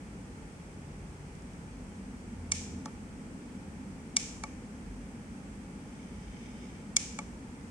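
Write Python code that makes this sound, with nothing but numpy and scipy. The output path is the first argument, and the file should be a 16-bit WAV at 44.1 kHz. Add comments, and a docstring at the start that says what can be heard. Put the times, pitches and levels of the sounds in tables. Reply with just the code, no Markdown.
"""In a small hard room, with a low ventilation hum and a faint hiss behind, a scanner button is worked.
It is pressed and let go three times, close to the microphones: decaying sines ring for each stroke.
A press is a bright snap of the switch, a release a duller knock in the housing; noise tails are the room.
The plastic grip ticks in the hand, and a finger slides over it, as dense grains, before the last press.
The hum and hiss are shaped noise; single low tones swell in the hum and some of its bands waver."""
import sys
import numpy as np
from scipy import signal
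from scipy.fft import rfft, irfft
from scipy.io import wavfile

SR = 44100
rng = np.random.default_rng(int(sys.argv[2]) if len(sys.argv) > 2 else 0)


def master_out(mix):
    """Clip the mix to full scale and print it as 16-bit PCM to the path in sys.argv[1]."""
    frames = np.transpose(np.atleast_2d(mix))
    ceiling = np.clip(frames, -1, 1)
    pcm = np.round(ceiling * 32767).astype(np.int16)
    wavfile.write(sys.argv[1], SR, pcm)


N = 339658
TIME = np.arange(N) / SR  # seconds
RING_SIZE = SR // 8       # samples for which a stroke rings

# likeness of the two sides of the noise: pitch_hz, correlation (-1 to 1)
SIDE_LIKENESS = [(60, 0.96), (280, 0.96), (640, 0.62), (1000, 0.38), (1500, -0.38), (2400, 0.07),
                 (4000, -0.044), (15000, 0.017)]
# relative colour of the ventilation rumble: pitch_hz, density_db (per Hz)
RUMBLE_COLOUR = [(15, -62), (25, 5), (37, -17), (53, -8), (91, -1), (118, -8.5), (139, -4), (195, -1.5),
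                 (220, -3), (247, 0.5), (329, -11.5), (485, -13.5), (593, -19.5), (859, -23.5),
                 (1400, -24.5), (1820, -29.5), (3080, -120)]
# resonant drones in the ducts: centre_hz, width_hz, level_db
DUCT_DRONES = [(51.6, 15, -54), (201.4, 14, -54), (230, 52, -57.5), (847, 87, -64)]
# colour and level of the faint hiss: pitch_hz, density_db (per Hz)
HISS_COLOUR = [(700, -120), (1300, -94), (2300, -92), (2800, -98), (3250, -99), (3750, -105),
               (5000, -101.5), (6200, -100), (7200, -101.5), (8400, -97), (9200, -104), (10800, -109.5),
               (12000, -122), (16000, -124)]
# brief low swells of hum: start_s, end_s, pitch_hz, level_db
HUM_SWELLS = [(.75, 1.25, 148, -51), (.88, 1.06, 48.5, -49), (1.7, 1.87, 48.5, -48), (2.37, 2.8, 85, -46),
              (4.84, 5.06, 48, -47), (6.15, 6.32, 48, -48)]
# bands of the hum that sink or rise for a while: centre_s, width_s, low_hz, high_hz, change_db
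HUM_WAVERS = [(.88, 0.83, 188, 282, -6), (2.14, 0.035, 170, 262, 4), (2.78, .1, 120, 400, 4.5),
              (3.4, 0.25, 238, 350, 2.5), (3.88, .14, 140, 200, 3)]
# metal dome of the switch and its seat: pitch_hz, left_db, right_db, t60_s
SWITCH_MODES = [(2850, -31, -32.5, 0.0091), (3320, -30.5, -31.7, 0.017), (3570, -33, -31.5, 0.019),
                (3867, -40, -35, 0.02), (4300, -34.5, -33, 0.0224), (4640, -32.6, -34, 0.022),
                (5205, -24.5, -21.5, 0.019), (5400, -25.5, -22, 0.011), (5800, -18.5, -19.5, 0.0094),
                (6084, -19, -18, 0.012), (6220, -23, -25, 0.016), (6580, -27, -23, 0.027),
                (7000, -25, -21.5, 0.011), (7349, -26, -21, 0.0094), (7600, -28, -26, 0.017),
                (8140, -18.5, -21.5, 0.0069), (8440, -25.3, -19.5, 0.012), (8780, -31, -25, 0.011),
                (9820, -34, -32.5, 0.012), (10024, -34.5, -41, 0.0106), (10840, -41.5, -47, 0.0093),
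                (12750, -47, -43.0, 0.008)]
# ticks of the plastic grip under the fingers: start_s, level_db
GRIP_TICKS = [(1.3517, -38), (1.4206, -37), (1.5326, -40)]
# the button is pressed: start_s, snap_db, snap_pan_db (left over right), seat_gap_s (dome to seat),
# seat_db, seat_pan_db (left over right), panel_db, right_lag_s, tilt_db (per octave),
# push_db (into room and housing)
PRESSES = [(2.5186, 1, -1.5, 0.00034, -10, -7, -7, 0.00024, 1.5, -3),
           (4.1663, 5.5, 2.5, 0.000798, -4.5, 3, -4.5, 0.000253, -0.8, -2),
           (6.9655, 6.5, 3, 0.000897, -1.5, -10, -3.9, 0.000562, 2.5, -2)]
# the button is let go: the same columns, the seat contact being a light rebound
RELEASES = [(2.85672, -18.5, -.3, 0.0005, -36, -1.4, -29, 0.000306, -2.5, -31),
            (4.4363, -14.5, .4, .000473, -24, -2, -12.7, 0.00026, -1, -25),
            (7.18768, -16, -.8, .000271, -16, -1.8, -10.8, 0.00038, -1, -29)]
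# faint early copies of the snap, just ahead of each stroke: ahead_s, lead_in_db (against the snap)
LEAD_INS = [(0.0032, -17), (0.00131, -15)]
# panel that carries the switch: pitch_hz, level_db, t60_s
PANEL_MODES = [(2230, -17.5, 0.039), (2293, -16, 0.028)]
# the freed cap knocks on its stop: start_s, level_db
CAP_KNOCKS = [(2.8575, 2.5), (2.8795, -10), (4.4365, 5.5), (7.1877, 5)]
# hollow plastic housing: pitch_hz, level_db, t60_s
HOUSING_MODES = [(490, -54, .05), (559, -50.5, 0.11), (691, -50.5, 0.068), (864, -42, 0.064),
                 (1148, -40.5, 0.068), (1295, -35.5, 0.023), (1785, -32, 0.014)]
# relative colour of the clicks as the room returns them: pitch_hz, level_db
ROOM_COLOUR = [(400, -25), (900, -15), (1400, -17), (1620, -12), (1790, -5.5), (1980, -9), (2300, 4.5),
               (2520, -3), (3170, -2), (3900, -7), (4400, -4), (4850, -3.5), (5400, 3.3), (6200, 3.8),
               (7000, 2.7), (8400, -.5), (9100, -9.5), (11100, -17), (11800, -33), (15000, -42)]
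# a fingertip slides over the grip towards the button: time_s, level_db
SLIDE_LEVEL = [(5.7, -85), (5.98, -64.5), (6.2, -64), (6.3, -62), (6.45, -58.5), (6.53, -61.5), (6.62, -60),
               (6.78, -64), (6.9, -85)]
# what the rubbed grip rings with: pitch_hz, level_db, t60_s
GRIP_MODES = [(1800, -13, .015), (2250, -1, 0.014), (3110, -6.5, 0.017), (3630, -10.5, 0.016),
              (4900, -12, .015), (5300, -11, .015), (5800, -13, .015), (6280, -10, 0.017)]


def from_db(db):
    """Decibels to gain."""
    return 10 ** (np.asarray(db) / 20)


def rms_one(x):
    """Scale to an rms of 1."""
    return x / np.sqrt(np.mean(x ** 2) + 1e-20)


def at_hz(points, size=N):
    """Read a table over log frequency at the bins of a spectrum."""
    hz, value = np.transpose(points)
    bins_hz = np.fft.rfftfreq(size, 1 / SR) + 1e-9  # keeps the log finite at zero
    return np.interp(np.log(bins_hz), np.log(hz), value)


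def low_pass(x, order, cutoff_hz):
    """Roll off the top above the cutoff."""
    return signal.sosfilt(signal.butter(order, cutoff_hz, fs=SR, output="sos"), x)


def diffuse_noise(gain):
    """Stereo noise of the given density per root Hz, mixed from mid and side to the table of likeness."""
    mid, side = rfft(rng.standard_normal((2, N))) * np.sqrt(SR / 4)
    alike = np.clip(at_hz(SIDE_LIKENESS), -1, 1)
    common = np.sqrt(1 + alike) * mid
    opposite = np.sqrt(1 - alike) * side * [[1], [-1]]
    return irfft(gain * (common + opposite), N)


def ventilation(rumble_db):
    """Air rumbles in the ducts and excites a few narrow resonances."""
    hz = np.fft.rfftfreq(N, 1 / SR)
    rumble = from_db(rumble_db) * rms_one(diffuse_noise(from_db(at_hz(RUMBLE_COLOUR))))
    drone_power = 0
    for centre_hz, width_hz, db in DUCT_DRONES:
        peak = 1 / (1 + ((hz - centre_hz) / width_hz) ** 2) ** 2
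        drone_power = drone_power + from_db(db) ** 2 * peak / (np.sum(peak) * SR / N)
    return rumble + diffuse_noise(np.sqrt(drone_power))


def hum_wavers(hum):
    """Bands of the hum sink or rise and come back along bell curves."""
    out = hum
    for centre_s, width_s, low_hz, high_hz, db in HUM_WAVERS:
        band_pass = signal.butter(3, [low_hz, high_hz], "band", fs=SR, output="sos")
        band = signal.sosfiltfilt(band_pass, hum)
        bell = np.exp(-((TIME - centre_s) / width_s) ** 2)
        out = out + band * (from_db(db * bell) - 1)
    return out


def hiss():
    """A faint, steady wash of shaped noise."""
    return diffuse_noise(from_db(at_hz(HISS_COLOUR)))


def hum_swells(fade_s):
    """Now and then one low sine rises out of the rumble and sinks back."""
    out = 0
    for start_s, end_s, hz, db in HUM_SWELLS:
        fade = np.clip(np.minimum(TIME - start_s, end_s - TIME) / fade_s, 0, 1)
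        tone = np.sqrt(2) * np.sin(2 * np.pi * (hz * TIME + rng.random()))
        out = out + from_db(db) * fade * tone
    return out


def ring(modes, tilt_db=0, after_s=0):
    """Each mode rings as a dying sine; neighbours swing in opposite senses, so close pairs swell and beat."""
    t = np.maximum(TIME[:RING_SIZE] - after_s, 0)  # silent until after_s
    out = 0
    for k, (hz, db, t60) in enumerate(modes):
        bright_db = tilt_db * np.log2(hz / 6000)  # the tilt pivots at 6 kHz
        decay = from_db(db + bright_db - 60 * t / t60)
        out = out + (-1) ** k * decay * np.sin(2 * np.pi * hz * t)
    return out


def contact(db, pan_db, lag_s, tilt_db, after_s):
    """One contact of the dome as both microphones hear it, the right one later by lag_s."""
    left = [(hz, left_db, t60) for hz, left_db, _, t60 in SWITCH_MODES]
    right = [(hz, right_db, t60) for hz, _, right_db, t60 in SWITCH_MODES]
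    return np.array([from_db(db + pan_db / 2) * ring(left, tilt_db, after_s),
                     from_db(db - pan_db / 2) * ring(right, tilt_db, after_s + lag_s)])


def grip_ticks():
    """Tiny slips in the plastic shake the switch faintly."""
    out = np.zeros((2, N))
    for start_s, db in GRIP_TICKS:
        at = round(start_s * SR)
        out[:, at:at + RING_SIZE] += contact(db, pan_db=-2, lag_s=0, tilt_db=0, after_s=0)
    return out


def clicks(rows):
    """A stereo train of single-sample pushes from rows of start_s, level_db."""
    out = np.zeros((2, N))
    for start_s, db in rows:
        out[:, round(start_s * SR)] += from_db(db)
    return out


def switch_strokes(rows):
    """The dome snaps, faintly led in, and meets its seat after a gap that colours it; the panel rings along."""
    out = np.zeros((2, N))
    panel = np.array([ring(PANEL_MODES), ring(PANEL_MODES, after_s=.00031)])
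    for start_s, snap_db, pan_db, gap_s, seat_db, seat_pan_db, panel_db, lag_s, tilt_db, _ in rows:
        snap = contact(snap_db, pan_db, lag_s, tilt_db, after_s=0)
        seat = contact(seat_db, seat_pan_db, lag_s, tilt_db, after_s=gap_s)
        at = round(start_s * SR)
        out[:, at:at + RING_SIZE] += snap + seat + from_db(panel_db) * panel
        for ahead_s, lead_in_db in LEAD_INS:
            varied_s = ahead_s * rng.uniform(.85, 1.15)  # the timing of each lead-in varies
            at = round((start_s - varied_s) * SR)
            out[:, at:at + RING_SIZE] += from_db(lead_in_db) * snap
    return out


def near_echoes(x, level_db, t60):
    """Hand and housing scatter each click for a few milliseconds, differently on each side."""
    t = TIME[:SR // 20]
    scatter = rng.standard_normal((2, len(t))) * from_db(-60 * t / t60)
    scatter /= np.sqrt(np.sum(scatter ** 2, axis=1, keepdims=True))
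    return x + from_db(level_db) * signal.oaconvolve(x, scatter, axes=1)[:, :N]


def room(force, level_db, t60, low_t60, first_s, full_s):
    """Wall echoes build up after a short gap and die away, the lows at their own pace."""
    t = TIME[:SR]
    noise = rfft(rng.standard_normal((2, SR)))
    echoes = irfft(noise * from_db(at_hz(ROOM_COLOUR, size=SR)), SR)
    low = signal.sosfiltfilt(signal.butter(2, 1600, fs=SR, output="sos"), echoes)
    build_up = np.clip((t - first_s) / (full_s - first_s), 0, 1)
    tail = 0
    for band, decay_s in ((low, low_t60), (echoes - low, t60)):
        shape = build_up * from_db(-60 * t / decay_s)
        tail = tail + band * shape / np.sqrt(np.sum(shape ** 2))
    return from_db(level_db) * signal.oaconvolve(force, tail, axes=1)[:, :N]


def button(snap_housing_db, knock_room_db):
    """Strokes ring the switch and panel, snaps and cap knocks ring the housing, and the room answers."""
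    strokes = PRESSES + RELEASES
    snaps = clicks([(start_s, push_db) for start_s, *_, push_db in strokes])
    # the tiny offset keeps the filter clear of denormal numbers
    knocks = low_pass(clicks(CAP_KNOCKS) + 1e-18, order=3, cutoff_hz=1140)
    switch = switch_strokes(strokes)
    # the wide shell of the housing reaches both sides at once
    shell_force = knocks + from_db(snap_housing_db) * snaps
    housing = signal.oaconvolve(shell_force, ring(HOUSING_MODES)[None], axes=1)[:, :N]
    direct = low_pass(switch + housing, order=6, cutoff_hz=13000)
    room_force = snaps + from_db(knock_room_db) * knocks
    answer = room(room_force, level_db=2.0, t60=0.63, low_t60=0.85, first_s=0.0009, full_s=0.036)
    return near_echoes(direct, level_db=-12, t60=.016) + answer


def finger_slide(slips_per_s, uneven_db):
    """Skin catches and slips in dense uneven grains that ring the grip."""
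    sizes = from_db(uneven_db * np.minimum(rng.exponential(1, N), 4))
    slips = (rng.random(N) < slips_per_s / SR) * sizes * rng.standard_normal((2, N))
    rub = rms_one(signal.oaconvolve(slips, ring(GRIP_MODES)[None], axes=1)[:, :N])
    time_s, db = np.transpose(SLIDE_LEVEL)
    return rub * np.interp(TIME, time_s, from_db(db), left=0, right=0)


def scene():
    """Hum and hiss behind, the button and the hand in front."""
    behind = hum_wavers(ventilation(rumble_db=-45.5)) + hiss() + hum_swells(fade_s=0.024)
    hand = grip_ticks() + finger_slide(slips_per_s=2500, uneven_db=2)
    return behind + hand + button(snap_housing_db=-3.5, knock_room_db=-3.5)


def record(dry):
    """The microphones lose the deepest bass; the top is cut steeply."""
    thin = signal.sosfilt(signal.butter(6, 37, "high", fs=SR, output="sos"), dry)
    # 0.1 dB ripple, 80 dB down above the 15.8 kHz edge
    return signal.sosfilt(signal.ellip(10, .1, 80, 15800, fs=SR, output="sos"), thin)


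dry = scene()
out = record(dry)
master_out(out)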